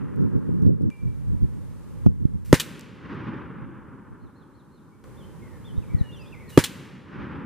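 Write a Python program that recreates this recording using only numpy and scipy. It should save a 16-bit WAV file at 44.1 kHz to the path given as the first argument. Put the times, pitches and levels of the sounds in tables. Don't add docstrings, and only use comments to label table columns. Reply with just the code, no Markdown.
import sys
import numpy as np
from scipy import signal
from scipy.fft import rfft, irfft, next_fast_len
from scipy.io import wavfile
from scipy.ndimage import uniform_filter1d

SR = 44100
rng = np.random.default_rng(int(sys.argv[2]) if len(sys.argv) > 2 else 0)


def master_out(mix):
    frames = np.transpose(np.atleast_2d(mix))
    ceiling = np.clip(frames, -1, 1)
    pcm = np.round(ceiling * 32767).astype(np.int16)
    wavfile.write(sys.argv[1], SR, pcm)


N = 328545
TIME = np.arange(N) / SR
OPPOSITE = np.array([[1], [-1]])

# start_s, level_db
STRETCHES = [(0, -44), (.902, -47), (5.04, -44.5)]
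# start_s, level_db
SURROUNDINGS = [(0, -7.5), (.668, -10.5), (.902, -3.5), (2.066, -6.5), (2.53, -17), (5.04, 0), (6.58, -17)]
RECOVER_DB_PER_S, HISS_DB = 3.5, -63.5

# frequency_hz, level_db
AIR_SPECTRUM = [(20, -20), (60, -2.5), (130, 2.5), (300, -6.5), (500, -8), (1000, -14.5), (2000, -26.5),
                (4000, -42.5), (8000, -55.5)]
HISS_SPECTRUM = [(100, -0.5), (2000, 0.5), (5000, -3), (10000, -1.5), (14000, -8), (16000, -8.5)]
GUST_SPECTRUM = [(15, -25), (25, -19.5), (50, -6), (100, 0.5), (150, -1), (220, -6.5), (320, -17),
                 (450, -23.5), (600, -34), (900, -47.5), (1500, -64.5), (4000, -89.5)]
SPLASH_SPECTRUM = [(40, -16), (130, -8), (300, -5.5), (500, -5.5), (1000, -7), (1300, -10), (1700, -3),
                   (3000, -11), (6000, -15.5), (10000, -18.5), (15000, -26)]
TREES_SPECTRUM = [(30, -24), (70, -9.5), (140, 2.5), (260, -1.5), (420, -8.5), (1000, -14.5), (1600, -14),
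                  (3000, -15.5), (5000, -21), (10000, -21.5), (15000, -21.5)]
HILL_SPECTRUM = [(25, -43), (60, -8.5), (130, 0), (300, -1.5), (500, -13.5), (1000, -12.5), (1500, -11),
                 (2200, -14.5), (3200, -17.5), (5000, -21.5), (9000, -29)]
FRAME_SPECTRUM = [(200, -8.5), (800, -13.5), (1500, -8), (2300, -2.5), (2750, -1.5), (3200, -1), (3700, -1),
                  (5000, -7), (7000, -6), (10000, -9.5), (15000, -14.5)]
FLASH_SPECTRUM = [(300, -16.5), (1500, 3.5), (4000, -3.5), (8000, -3.5), (12000, -3), (15000, -7.5)]
# frequency_hz, side_minus_mid_db
WIDTH = [(60, -0.5), (200, -10.5), (1000, -6), (2500, -16.5), (4500, -12.5), (8000, -1), (15000, 2.5)]

# counted_from_s, way_there_and_back_s, relative_level_db
ROLLS = [(-1.17, 0.59, -35), (2.5, 0.55, -28.5), (6.5, .61, -29.5)]
ROLL_RISE_S, ROLL_HOLD_S, ROLL_FADE_DB_PER_S = 0.038, .22, 18.5
EDGE_DELAY_S, EDGE_WIDTH_S, EDGE_DB = .465, .013, -13
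LATE_DB, LATE_FADE_DB_PER_S = -18.5, 4.0

# start_s, level_db
CHIP_CONTOUR_HZ = [3850, 4260, 3900, 2950]
CHIP_S, CHIP_RASP = 0.1, .03
CHIPS = [(4.195, -71), (4.345, -67.5), (4.53, -69), (4.708, -68.5)]
HOOK_CONTOUR_HZ = [2947, 3600, 3430, 3070, 3170]
HOOK_S = 0.081
HOOKS = [(5.162, -59.5), (5.64, -54.5), (6.111, -51)]
SLUR_CONTOUR_HZ = [2210, 1845, 1663]
SLUR_S = .215
SLURS = [(5.415, -59), (5.89, -56), (6.385, -56.5)]
# start_s, length_s, first_hz, last_hz, level_db
GLIDES = [(.904, 0.076, 2341, 2342, -51), (.905, .1, 2800, 2720, -68), (1.04, 0.053, 2350, 2290, -62),
          (4.916, 0.032, 2230, 2290, -64), (5.238, 0.023, 3080, 3120, -56.5),
          (5.42, 0.043, 2160, 2130, -55.5), (5.761, 0.027, 3550, 3900, -58.5),
          (5.822, 0.026, 2820, 2190, -56.5), (5.886, 0.044, 2230, 2330, -53.5),
          (5.979, .04, 4400, 3580, -55.5), (6.027, 0.14, 2950, 2750, -53.5),
          (6.165, .015, 5900, 5700, -60.5), (6.184, 0.087, 2790, 2380, -52),
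          (6.194, .035, 4550, 5150, -57.5), (6.255, .041, 3200, 3800, -56.5),
          (6.322, 0.034, 2825, 2020, -50), (6.357, .085, 2020, 2330, -53),
          (6.477, 0.041, 4350, 3750, -52.5), (6.518, 0.088, 2880, 2860, -49.5)]

# start_s, peak_db, centre_hz
TICKS = [(.161, -54, 12000), (0.215, -55, 8000), (.621, -52, 6500), (0.664, -45, 2000), (0.82, -54.5, 9050),
         (.902, -42, 2200), (2.062, -37, 1500), (2.794, -37, 9270), (2.81, -35, 6500), (3.146, -58, 8000),
         (5.041, -48.5, 2980)]

# time_s, level_db
BREEZE = [(0, -27), (.8, -21), (.95, -42), (1.15, -28), (1.55, -29.5), (1.85, -40.5), (2.2, -23.5),
          (2.85, -39.5), (3.7, -35.5), (4.4, -57), (5.3, -44.5), (6.1, -41.5), (6.8, -52), (7.45, -37.5)]
# centre_s, peak_db, half_width_s (to 1/e of the peak)
GUSTS = [(0.036, -27.5, .035), (0.228, -17, 0.058), (0.361, -18, 0.031), (.54, -22, 0.068),
         (0.679, -14.5, 0.069), (0.856, -17, .045), (1.067, -21, 0.043), (1.319, -20.5, 0.057),
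         (1.435, -13, .02), (2.087, -22.5, 0.051), (2.227, -24.5, .03), (2.353, -21.5, 0.015),
         (2.512, -28, .035), (3.631, -39, 0.06), (4.122, -38, 0.019), (4.25, -40, .03), (5.773, -32, .07),
         (5.958, -28.5, 0.068), (7.192, -39, 0.032)]
# time_s, tilt_db_per_octave
WIND_TILT = [(0, 8.5), (.9, 4.0), (.92, -2.5), (2.0, -2), (2.3, -2), (2.6, -3), (7.45, 3)]
# centre_s, relative_peak_db, first_width_ms, side_pushed_first, wake_t60_s
BUFFETS = [(.208, -14, .9, 1, .02), (.362, -14, .9, 1, .02), (.492, -11, 0.82, -1, .03),
           (.626, -8.5, 1.16, 1, 0.022), (.6652, -2.5, 1.17, 1, .12), (.81, -13.5, 0.71, -1, .02),
           (.863, -17, 1.3, 1, 0.022), (1.434, -12.5, 1.5, 1, 0.022), (2.0637, 1, 1.06, 1, 0.14),
           (2.254, -2, 1.29, 1, 0.012), (5.781, -9.5, 2.9, 1, 0.018), (5.948, -5.5, 2.2, -1, 0.023),
           (6.012, -6, 1.9, -1, 0.029)]
WAKE_GAP_S, WAKE_GROWTH = .0068, 1.214

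# start_s, blast_db, base_pulse_ms, shock_front_hz, ground_bounce_ms, low_thud_db (added to blast_db),
# pan_flash_lead_s, pan_flash_db, pellet_flight_s, pellet_db
SHOTS = [(2.5279, 11, 1.04, 600, 1.97, -15.5, .082, -55.5, 0.07, -24.5),
         (6.5754, 13, 1.23, 490, 2.237, -21, .086, -51.5, 0.064, -25)]
# level_db, pulse_stretch
DIRECT = (-1.1, 0.87)
GROUND = (0.52, 1.45)
# delay_ms, level_db, pulse_stretch
PATHS = [(4.84, -6, 3.5), (10.2, -16.5, 1.1), (13.4, -16, 1.05)]

CUTOFF_HZ = 15300


def from_db(db):
    return 10 ** (np.asarray(db) / 20)


def rms_one(x):
    return x / np.sqrt(np.mean(x ** 2) + 1e-20)


def in_time(rows):
    s, *columns = np.transpose(rows)
    return [np.interp(TIME, s, c) for c in columns]


def latest(rows):
    rows = np.array(rows)
    begun = np.searchsorted(rows[:, 0], TIME, "right") - 1
    return rows[np.maximum(begun, 0)].T


def until_next_stretch(s):
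    return TIME < min([start for start, _ in STRETCHES[1:] if start > s], default=np.inf)


def wander(size, step_s):
    return np.interp(TIME[:size] / step_s, np.arange(2000), rng.standard_normal(2000))


def dying(age, t60):
    return from_db(-60 * age / t60)


def add(out, s, x):
    i = max(round(s * SR), 0)
    out[..., i:i + x.shape[-1]] += x[..., :max(N - i, 0)]


def butter(x, hz, kind, order=2):
    hz = np.clip(hz, 10, .45 * SR)
    return signal.sosfilt(signal.butter(order, hz, kind, fs=SR, output="sos"), x + 1e-18)


def gain_at(spectrum, hz):
    points, db = np.transpose(spectrum)
    return from_db(np.interp(np.log(hz + 1), np.log(points), db))


def shape(x, spectrum):
    size = next_fast_len(x.shape[-1])
    gain = gain_at(spectrum, np.fft.rfftfreq(size, 1 / SR))
    return irfft(rfft(x, size) * gain, size)[..., :x.shape[-1]]


def octaves(x):
    size, centres = next_fast_len(x.shape[-1]), np.geomspace(31.25, 16000, 10)
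    whole, log_hz = rfft(x, size), np.log(np.fft.rfftfreq(size, 1 / SR) + 1)
    for hz, weights in zip(centres, np.eye(len(centres))):
        window = np.interp(log_hz, np.log(centres), weights)
        yield hz, irfft(whole * window, size)[..., :x.shape[-1]]


def field(spectrum, size):
    mid, side = shape(rng.standard_normal((2, size)), spectrum)
    return rms_one(mid + OPPOSITE * shape(side, WIDTH))


def surroundings_gain():
    since, level_db = latest(SURROUNDINGS)
    return from_db(np.minimum(level_db + RECOVER_DB_PER_S * (TIME - since), 0))


def background():
    air = from_db(latest(STRETCHES)[1]) * field(AIR_SPECTRUM, N)
    hiss = rms_one(shape(rng.standard_normal((2, N)), HISS_SPECTRUM))
    return surroundings_gain() * (air + from_db(HISS_DB) * hiss)


def hillside(level_db=10.5, air_db_per_s_khz=10.0, ragged_db=1.7, ragged_s=.012):
    level = np.zeros(N)
    for counted_from, way_s, db in ROLLS:
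        since = TIME - counted_from - way_s
        swell = (1 + np.tanh(since / ROLL_RISE_S / 2)) / 2
        fade = from_db(-ROLL_FADE_DB_PER_S * np.maximum(since - ROLL_HOLD_S, 0))
        late = from_db(LATE_DB - LATE_FADE_DB_PER_S * np.maximum(since, 0))
        edge = from_db(EDGE_DB) * np.exp(-((TIME - counted_from - EDGE_DELAY_S) / EDGE_WIDTH_S) ** 2)
        level += from_db(db) * (swell * np.hypot(fade, late) + edge) * until_next_stretch(counted_from)
    age = TIME - latest(ROLLS)[0]
    roll = 0
    for hz, band in octaves(field(HILL_SPECTRUM, N)):
        khz_above_1 = max(hz / 1e3 - 1, 0)
        roll = roll + band * from_db(-air_db_per_s_khz * age * khz_above_1)
    return from_db(level_db + ragged_db * wander(N, ragged_s)) * level * roll * surroundings_gain()


def whistle(length, contour_hz, rasp=0.0031, rasp_s=0.0013, flutter_db=2.5, flutter_s=.0124):
    along = np.linspace(0, 1, round(length * SR))
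    glide = np.polyfit(np.linspace(0, 1, len(contour_hz)), contour_hz, len(contour_hz) - 1)
    hz = np.polyval(glide, along) * (1 + rasp * wander(len(along), rasp_s))
    swell = np.sqrt(np.abs(np.sin(np.pi * along)))
    flutter = from_db(flutter_db * wander(len(along), flutter_s))
    return swell * flutter * np.sin(2 * np.pi * np.cumsum(hz) / SR)


def birds(woods_db=-5.5, woods_t60=0.7, near_db=-50, farness=0.22):
    notes = [(s, db, whistle(CHIP_S, CHIP_CONTOUR_HZ, CHIP_RASP)) for s, db in CHIPS]
    notes += [(s, db, whistle(HOOK_S, HOOK_CONTOUR_HZ)) for s, db in HOOKS]
    notes += [(s, db, whistle(SLUR_S, SLUR_CONTOUR_HZ)) for s, db in SLURS]
    notes += [(s, db, whistle(length, [first_hz, last_hz])) for s, length, first_hz, last_hz, db in GLIDES]
    direct, into_woods = np.zeros((2, N))
    for s, db, note in notes:
        add(into_woods, s, from_db(db) * note)
        add(direct, s, from_db(db + farness * min(db - near_db, 0)) * note)
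    echoes = field(HISS_SPECTRUM, SR) * dying(TIME[:SR], woods_t60)
    echoes /= np.sqrt(np.sum(echoes[0] ** 2))
    woods = signal.fftconvolve(into_woods[None], echoes, axes=1)[:, :N]
    return direct + from_db(woods_db) * woods


def ticks(t60=0.012):
    out, age = np.zeros((2, N)), TIME[:SR // 20]
    for s, peak_db, hz in TICKS:
        burst = rng.standard_normal(len(age)) * dying(age, t60)
        tick = butter(burst, [hz / 2, hz * 1.22], "band", order=1)
        add(out, s, from_db(peak_db) * tick / np.abs(tick).max())
    return out


def wind_strength():
    power = (from_db(in_time(BREEZE)[0]) * surroundings_gain()) ** 2
    for s, peak_db, half_s in GUSTS:
        gust = from_db(peak_db) * np.exp(-((TIME - s) / half_s) ** 2)
        power = power + (gust * until_next_stretch(s)) ** 2
    return np.sqrt(power)


def wind(common_db=-15, pivot_hz=130, sharpest_hz=400, lean_db=0.88, even_s=0.023):
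    tilt, = in_time(WIND_TILT)
    eddies = 0
    for hz, band in octaves(shape(rng.standard_normal((2, N)), GUST_SPECTRUM)):
        octaves_up = np.log2(sharpest_hz / pivot_hz) - abs(np.log2(hz / sharpest_hz))
        eddies = eddies + band * from_db(tilt * octaves_up)
    across, common = eddies / np.sqrt(uniform_filter1d(eddies ** 2, round(even_s * SR)) + 1e-12)
    ports = OPPOSITE * across + from_db(common_db) * common
    return wind_strength() * from_db(-lean_db * OPPOSITE) * ports


def buffets(low_cut_hz=75, level_db=3.0, lean_db=2.5, count=4):
    out = np.zeros((2, N))
    ms = np.arange(-SR // 100, SR // 100) * 1000 / SR
    for s, peak_db, width_ms, sense, wake_t60 in BUFFETS:
        lag = 0
        for k in range(count):
            ports = sense * (-1) ** k * OPPOSITE
            growth = WAKE_GROWTH ** k
            bump = dying(lag, wake_t60) * np.exp(-(ms / (width_ms * growth)) ** 2)
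            add(out, s + lag + ms[0] / 1000, ports * from_db(peak_db - lean_db * ports) * bump)
            lag += WAKE_GAP_S * growth
    return from_db(level_db) * butter(out, low_cut_hz, "high")


def pan_flash(lead_s, level_db, strike_db=-3.0, strike_s=0.016, strike_width_s=0.0046):
    age = TIME[:round(lead_s * SR)]
    strike = from_db(strike_db) * np.exp(-((age - strike_s) / strike_width_s) ** 2)
    fizz = np.minimum(age / strike_width_s, 1)
    return from_db(level_db) * field(FLASH_SPECTRUM, len(age)) * (fizz + strike)


def pellets(level_db, spread_s=.005, straggle_t60=0.27, ring_db=-4, ring_t60=0.15, count=400):
    age = TIME[:SR // 3]
    hits = np.zeros(len(age))
    at = np.minimum(rng.gamma(1.3, spread_s, count) * SR, len(age) - 1).astype(int)
    hits[at] = rng.standard_normal(count)
    spatter = shape(hits * dying(age, straggle_t60), FRAME_SPECTRUM)
    opening_rms = np.sqrt(np.mean(spatter[:SR // 60] ** 2))
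    spatter = spatter / opening_rms * (age < age[-1] / 2)
    ring = field(FRAME_SPECTRUM, len(age)) * dying(age, ring_t60) * (1 - np.exp(-age / spread_s))
    return from_db(level_db) * (spatter + from_db(ring_db) * ring)


def scatter(crack_db=-12, crack_t60=0.031, splash_db=-19, splash_s=0.013, splash_t60=0.1, grass_db=-27,
            grass_t60=.27, trees_db=-33, fade_db_per_s=18, air_db_per_s_khz=7.5, build_s=0.063):
    age = TIME[:SR * 3 // 2]
    crack = from_db(crack_db) * dying(age, crack_t60)
    timber = from_db(splash_db) * (age > splash_s) * dying(np.abs(age - splash_s), splash_t60)
    grass = from_db(grass_db) * dying(age, grass_t60)
    near = field(SPLASH_SPECTRUM, len(age)) * np.sqrt(crack ** 2 + timber ** 2 + grass ** 2)
    trees = sum(band * from_db(-age * (fade_db_per_s + air_db_per_s_khz * hz / 1e3))
                for hz, band in octaves(field(TREES_SPECTRUM, len(age))))
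    build = 1 - np.exp(-age / build_s)
    to_silence = 1 - (age / age[-1]) ** 4
    return near + from_db(trees_db) * trees * build * to_silence


def blast(level_db, length_ms, front_hz, ground_ms, thud_db, low_cut_hz=116, boom_q=3.0, skew_db=1.1,
          mismatch_db=0.8, thud_hz=38):
    ms, pressure = TIME[:SR // 4] * 1000, 0
    for delay_ms, path_db, stretch in [(0, *DIRECT), (ground_ms, *GROUND)] + PATHS:
        phase = np.maximum(ms - delay_ms, 0) / (length_ms * stretch)
        pulse = (ms >= delay_ms) * (1 - phase) * np.exp(-phase)
        pressure = pressure - from_db(path_db) * butter(pulse, 2 * front_hz / stretch, "low")
    heard = []
    for w in 2 * np.pi * low_cut_hz * from_db(mismatch_db * OPPOSITE[:, 0]):
        bass_cut = signal.bilinear([1, 0, 0], [1, w / boom_q, w * w], SR)
        heard.append(signal.lfilter(*bass_cut, pressure))
    cycles = ms / 1000 * thud_hz
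    thud = np.sin(2 * np.pi * cycles) * np.exp(-np.pi * cycles) / 2
    return from_db(level_db - skew_db * OPPOSITE) * (np.array(heard) + from_db(thud_db) * thud)


def scene():
    out = np.zeros((2, N))
    for s, blast_db, length_ms, front_hz, ground_ms, thud_db, lead_s, flash_db, flight_s, pellet_db in SHOTS:
        add(out, s - lead_s, pan_flash(lead_s, flash_db))
        add(out, s, blast(blast_db, length_ms, front_hz, ground_ms, thud_db))
        add(out, s, scatter())
        add(out, s + flight_s, pellets(pellet_db))
    return out + hillside() + wind() + buffets() + ticks() + birds() + background()


def record(dry, notch_hz=690, notch_q=2.05, notch_depth=0.85):
    hollow = signal.lfilter(*signal.iirpeak(notch_hz, notch_q, fs=SR), dry)
    coloured = dry - notch_depth * hollow
    clipped = coloured / (1 + coloured ** 14) ** (1 / 14)
    top_cut = signal.ellip(12, .1, 110, CUTOFF_HZ, fs=SR, output="sos")
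    return signal.sosfilt(top_cut, .98 * clipped)


dry = scene()
out = record(dry)
master_out(out)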